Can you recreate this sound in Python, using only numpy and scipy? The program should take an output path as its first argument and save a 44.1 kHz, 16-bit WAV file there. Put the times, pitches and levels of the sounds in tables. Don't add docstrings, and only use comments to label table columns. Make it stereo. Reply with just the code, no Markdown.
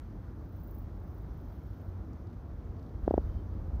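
import sys
import numpy as np
from scipy import signal
from scipy.fft import rfft, irfft
from scipy.io import wavfile

SR = 44100
rng = np.random.default_rng(int(sys.argv[2]) if len(sys.argv) > 2 else 0)


def voltage_ratio(decibels):
    exponent = np.asarray(decibels, float) / 20
    return 10 ** exponent


def bounce(signal):
    frames = np.transpose(np.atleast_2d(signal))
    limited = np.clip(frames, -1, 1)
    pcm = np.round(limited * 32767).astype(np.int16)
    wavfile.write(sys.argv[1], SR, pcm)


N = 167580

# frequency in Hz, density in dB per Hz.
RUMBLE_SPECTRUM = [(24, -31), (42, 0), (92, -3.5), (125, -11), (270, -17), (310, -17.5), (420, -23.5),
                   (1300, -33.5)]
HISS_SPECTRUM = [(1300, 2.5), (1900, -8.5), (2800, -18), (6400, -21.5), (6900, -28.5), (9000, -31.5),
                 (12000, -26.5), (15600, -22.5)]
# time in seconds, level in dB.
RUMBLE_SWELL = [(0, -3), (.4, -1), (.75, -1.5), (.95, -1.0), (1.35, -0.5), (1.7, -2.5), (2.05, 1),
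                (2.38, -2), (2.55, -2.5), (2.75, 0.5), (3.8, 1.5)]
HISS_SWELL = [(0, 0.5), (1.9, 1), (2.5, -0.5), (2.95, 0.5), (3.15, 3.5), (3.45, 1), (3.8, 1.0)]
# frequency in Hz, correlation (clipped to 0..1).
PORT_LIKENESS = [(60, 2.3), (200, 1.8), (380, 0.68), (700, 0.34), (1300, 0.03), (15000, 0.0)]
# frequency in Hz, left minus right in dB.
PORT_LEAN = [(100, 1.0), (400, -0.5), (750, 4.0), (1400, -0.5), (2100, -6.5), (3100, 8), (6000, 5.5),
             (8000, 0)]
# frequency in Hz, width in Hz, level in dB.
MOTOR_HUMS = [(91.5, 10, -52), (317, 14, -64)]
# time in seconds, level in dB.
GUST_LEVEL = [(0, -64), (1.9, -56), (2.2, -60.5), (2.9, -57), (3.05, -45.5), (3.4, -50), (3.8, -53)]
# centre in seconds, peak in dB, pitch in Hz, length in seconds.
LEFT_BUFFETS = [(3.039, -18, 58, 0.01), (3.091, -20, 62, 0.012), (3.153, -20, 72.5, .012),
                (3.185, -20.5, 70, 0.0081), (3.2, -23.5, 65, 0.015), (3.242, -38, 70, .012),
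                (3.266, -23.5, 81, .012), (3.3, -21.5, 58, .012), (3.332, -44, 70, .012),
                (3.368, -21, 62, 0.0084), (3.415, -33, 59.6, .012), (3.521, -29, 80, 0.02),
                (3.569, -25.5, 68, 0.019), (3.612, -32, 69.5, 0.019), (3.649, -28, 63, 0.011)]
RIGHT_BUFFETS = [(3.206, -29, 60, .012), (3.25, -18, 63, 0.01), (3.381, -32.5, 71.5, .013),
                 (3.446, -28.5, 74.5, .014), (3.484, -27.5, 63, 0.029), (3.745, -22.5, 65, 0.015),
                 (3.803, -16.5, 70, 0.0071)]
# start in seconds, length in seconds, level in dB, pitch in Hz.
CRICKET_TRILLS = [
    (0.0, .11, -82, 3120),
    (1.4, .4, -86, 3200),
    (3.27, .145, -76, 3100),
    (3.14, .16, -82, 3700),
    (1.62, .09, -84, 5500),
    (3.2, .22, -89, 4600),
    (2.76, .16, -87, 4600),
]
# first second, last second, strokes per second, lower wing tone in dB on the right.
KATYDID_PHRASES = [
    (.415, .86, 26.9, -2.0),
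    (.963, 1.23, 27.4, 0.0),
    (1.341, 1.9, 27.4, 6),
]
# time in seconds, level in dB, left minus right in dB.
KATYDID_EFFORT = [(.41, -75.5, 9), (.56, -66, 6), (.7, -58.5, 3), (.79, -60.5, 4), (.86, -68, 4),
                  (.97, -73, 8), (1.18, -69, 3), (1.24, -70.5, 2), (1.34, -74, 7), (1.5, -69, 7),
                  (1.66, -75, -2), (1.75, -72.5, 5), (1.9, -74, 9)]
# frequency in Hz, width in Hz, level in dB.
LEFT_WING = [(15000, 1500, 0.0), (13900, 1700, -7)]
RIGHT_WING = [(14800, 1500, 0.0), (12900, 1300, -4)]
# time in seconds, peak in dB, pitch in Hz.
FIN_TICKS = [(1.401, -66, 3200), (1.566, -72, 3200), (1.733, -65, 3300), (2.133, -60, 5100),
             (2.271, -63, 3870), (2.301, -66, 3960), (2.331, -65, 4170), (2.652, -67, 6000),
             (2.765, -63, 3280), (2.795, -62.5, 4170), (2.829, -62, 3900), (2.864, -61, 3500),
             (2.894, -61.5, 3400), (2.954, -67, 3500), (3.046, -67, 6500), (3.065, -65, 3300),
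             (3.104, -62, 3400), (3.76, -64, 7200)]
# time in seconds, peak in dB, snap in dB.
DRUM_BEATS = [
    (3.0796, -6, -25),
    (3.1105, -7, -31),
    (3.1413, -6.5, -29.5),
    (3.1802, -5, -28),
]
# direct level in dB, bladder ring in dB, ring lag in seconds, snap in dB.
LEFT_PATH = (0.0, -21, .000645, 0.0)
RIGHT_PATH = (-24.6, -14, .000264, -7)


def in_time(rows):
    s, *columns = np.transpose(rows)
    return [np.interp(np.arange(N) / SR, s, c) for c in columns]


def at_hz(points, hz):
    table_hz, values = np.transpose(points)
    return np.interp(np.log(hz), np.log(table_hz), values)


def rms_one(x):
    return x / np.sqrt(np.mean(x ** 2) + 1e-20)


def drift(rate):
    hold = 40
    r = np.exp(-2 * np.pi * rate * hold / SR)
    slow = signal.lfilter([1], [1, -2 * r, r * r], rng.standard_normal(N // hold + 2002))
    slow = rms_one(slow[2000:])
    return np.interp(np.arange(N) / hold, np.arange(len(slow)), slow)


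def resonate(x, hz, width_hz):
    r = np.exp(-np.pi * width_hz / SR)
    poles = [1, -2 * r * np.cos(2 * np.pi * hz / SR), r * r]
    return signal.lfilter(np.array([1, 0, -1]) * (1 - r * r) / 2, poles, x + 1e-18)


def resonate_twice(x, hz, width_hz, second_width_hz):
    return resonate(resonate(x, hz, width_hz), hz, second_width_hz)


def diffuse_noise(spectrum, patchy_db, shared):
    hz = np.maximum(np.arange(N // 2 + 1) * SR / N, 1)
    ports = np.array([[1], [-1]])
    alike = np.clip(at_hz(PORT_LIKENESS, hz), 0, 1)
    lean_db = at_hz(PORT_LEAN, hz) / 2 * ports
    mid, side = rfft(rng.standard_normal((2, N)))
    low, high = spectrum[0][0], spectrum[-1][0]
    both = np.sqrt(1 + alike) * mid + np.sqrt(1 - alike) * side * ports
    both = both * voltage_ratio(at_hz(spectrum, hz) + lean_db)
    both = both * (hz >= low) * (hz < high)
    out, together = 0, drift(4.5)
    for step in np.arange(np.floor(2 * np.log2(low)), 2 * np.log2(high) + 1):
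        share = np.clip(1 - np.abs(2 * np.log2(hz) - step), 0, 1)
        flicker_db = patchy_db * (shared * together + drift(11.7))
        out = out + irfft(both * share, N) * voltage_ratio(flicker_db)
    return rms_one(out)


def rumble():
    swell_db, = in_time(RUMBLE_SWELL)
    return voltage_ratio(-40.5 + swell_db) * diffuse_noise(RUMBLE_SPECTRUM, patchy_db=1.0, shared=0.23)


def hiss():
    swell_db, = in_time(HISS_SWELL)
    return voltage_ratio(-67.5 + swell_db) * diffuse_noise(HISS_SPECTRUM, patchy_db=0.97, shared=0.31)


def drone():
    out = 0
    for hz, width, db in MOTOR_HUMS:
        out = out + voltage_ratio(db) * rms_one(resonate_twice(rng.standard_normal(N), hz, width, width))
    return out


def wind():
    t, (gust_db,) = np.arange(N) / SR, in_time(GUST_LEVEL)
    gust_hz, gust_width_hz, lumps_db = 58, 62, 2.5
    out = np.zeros((2, N))
    for side, buffets in enumerate([LEFT_BUFFETS, RIGHT_BUFFETS]):
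        turbulence = resonate_twice(rng.standard_normal(N), gust_hz, gust_width_hz, 2 * gust_width_hz)
        out[side] = voltage_ratio(gust_db + lumps_db * drift(14.2)) * rms_one(turbulence)
        for s, db, hz, length in buffets:
            lump = np.exp(-((t - s) / length) ** 2)
            out[side] += voltage_ratio(db) * np.cos(2 * np.pi * hz * (t - s)) * lump
    return out


def cricket():
    t, out = np.arange(N) / SR, 0
    width_hz, throb_hz, edge_s = 64, 20.5, .015
    for s, length, db, hz in CRICKET_TRILLS:
        gate = np.clip(np.minimum(t - s, s + length - t) / edge_s, 0, 1)
        throb = .75 - 0.31 * np.cos(2 * np.pi * throb_hz * (t - s))
        whistle = rms_one(resonate_twice(rng.standard_normal(N), hz, width_hz, width_hz))
        out = out + voltage_ratio(db) * gate * throb * whistle
    return out * voltage_ratio([[0], [-7.0]])


def katydid():
    t, strokes, lower_db = np.arange(N) / SR, np.zeros(N), np.zeros(N)
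    stroke_s, teeth_per_s = 0.0057, 2000
    after_db, after_s = -12, 0.038
    for first, last, rate, db in KATYDID_PHRASES:
        lower_db[t > first - .03] = db
        for s in np.arange(first, last, 1 / rate):
            effort = voltage_ratio(rng.normal(0, 1.5))
            strokes += effort * np.exp(-((t - s - rng.normal(0, 0.00077)) / stroke_s) ** 2)
    fade = np.exp(-1 / (after_s * SR))
    after = voltage_ratio(after_db) * after_s / stroke_s * signal.lfilter([1 - fade], [1, -fade], strokes)
    effort_db, lean_db = in_time(KATYDID_EFFORT)
    teeth = rms_one((rng.random(N) < teeth_per_s / SR) * rng.standard_normal(N))
    out = np.zeros((2, N))
    for side, wing in enumerate([LEFT_WING, RIGHT_WING]):
        scrape = teeth + .7 * rng.standard_normal(N)
        drive = strokes * scrape + after * rng.standard_normal(N)
        tones = []
        for hz, width, db in wing:
            tone = resonate_twice(resonate(drive, hz, width), hz, 2 * width, 2 * width)
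            tones.append(voltage_ratio(db) * tone)
        upper, lower = tones
        song = upper + lower * voltage_ratio(side * lower_db)
        out[side] = 3.5 * song * voltage_ratio(effort_db - side * lean_db)
    return out


def ticks():
    size, cycles = 900, 12
    out, t = np.zeros(N + size), np.arange(size) / SR
    for s, db, hz in FIN_TICKS:
        grit = rng.standard_normal(size) * np.exp(-t * hz / cycles)
        burst = resonate_twice(grit, hz, .7 * hz, .9 * hz)
        start = int(s * SR) - 40
        out[start:start + size] += 1.4 * voltage_ratio(db) * burst / np.abs(burst).max()
    return out[:N] * voltage_ratio([[0], [-12]])


def fish():
    t, out = np.arange(N) / SR, np.zeros((2, N))
    twitch_s, snap_hz, snap_s, right_snap_late_s = .00053, 1230, .00062, .00038
    bladder_hz, bladder_t60_s = 446, .0074
    r, w = voltage_ratio(-60 / (bladder_t60_s * SR)), 2 * np.pi * bladder_hz / SR
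    for side, (direct_db, ring_db, lag, near_db) in enumerate([LEFT_PATH, RIGHT_PATH]):
        push, late, snap = np.zeros((3, N))
        for s, db, snap_db in DRUM_BEATS:
            u = (t - s) / twitch_s
            v = (t - s - lag) / twitch_s
            since = t - s - side * right_snap_late_s
            push += voltage_ratio(db) * (1 - u * u) * np.exp(-u * u / 2)
            late += voltage_ratio(db) * (1 - v * v) * np.exp(-v * v / 2)
            snap += voltage_ratio(snap_db) * np.cos(2 * np.pi * snap_hz * since) * np.exp(-(since / snap_s) ** 2)
        ring = signal.lfilter([0, np.sin(w) * w], [1, -2 * r * np.cos(w), r * r], late + 1e-18)
        out[side] = voltage_ratio(direct_db) * push + voltage_ratio(near_db) * snap + voltage_ratio(ring_db) * ring
    return out


def scene():
    return rumble() + hiss() + drone() + wind() + cricket() + katydid() + ticks() + fish()


def top_cut(x):
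    return signal.sosfilt(signal.butter(12, 16480, fs=SR, output="sos"), x)


def record(dry):
    low_pass = signal.ellip(12, .1, 80, 15600, fs=SR, output="sos")
    mix = signal.sosfilt(low_pass, dry)
    return top_cut(mix)


dry = scene()
out = record(dry)
bounce(out)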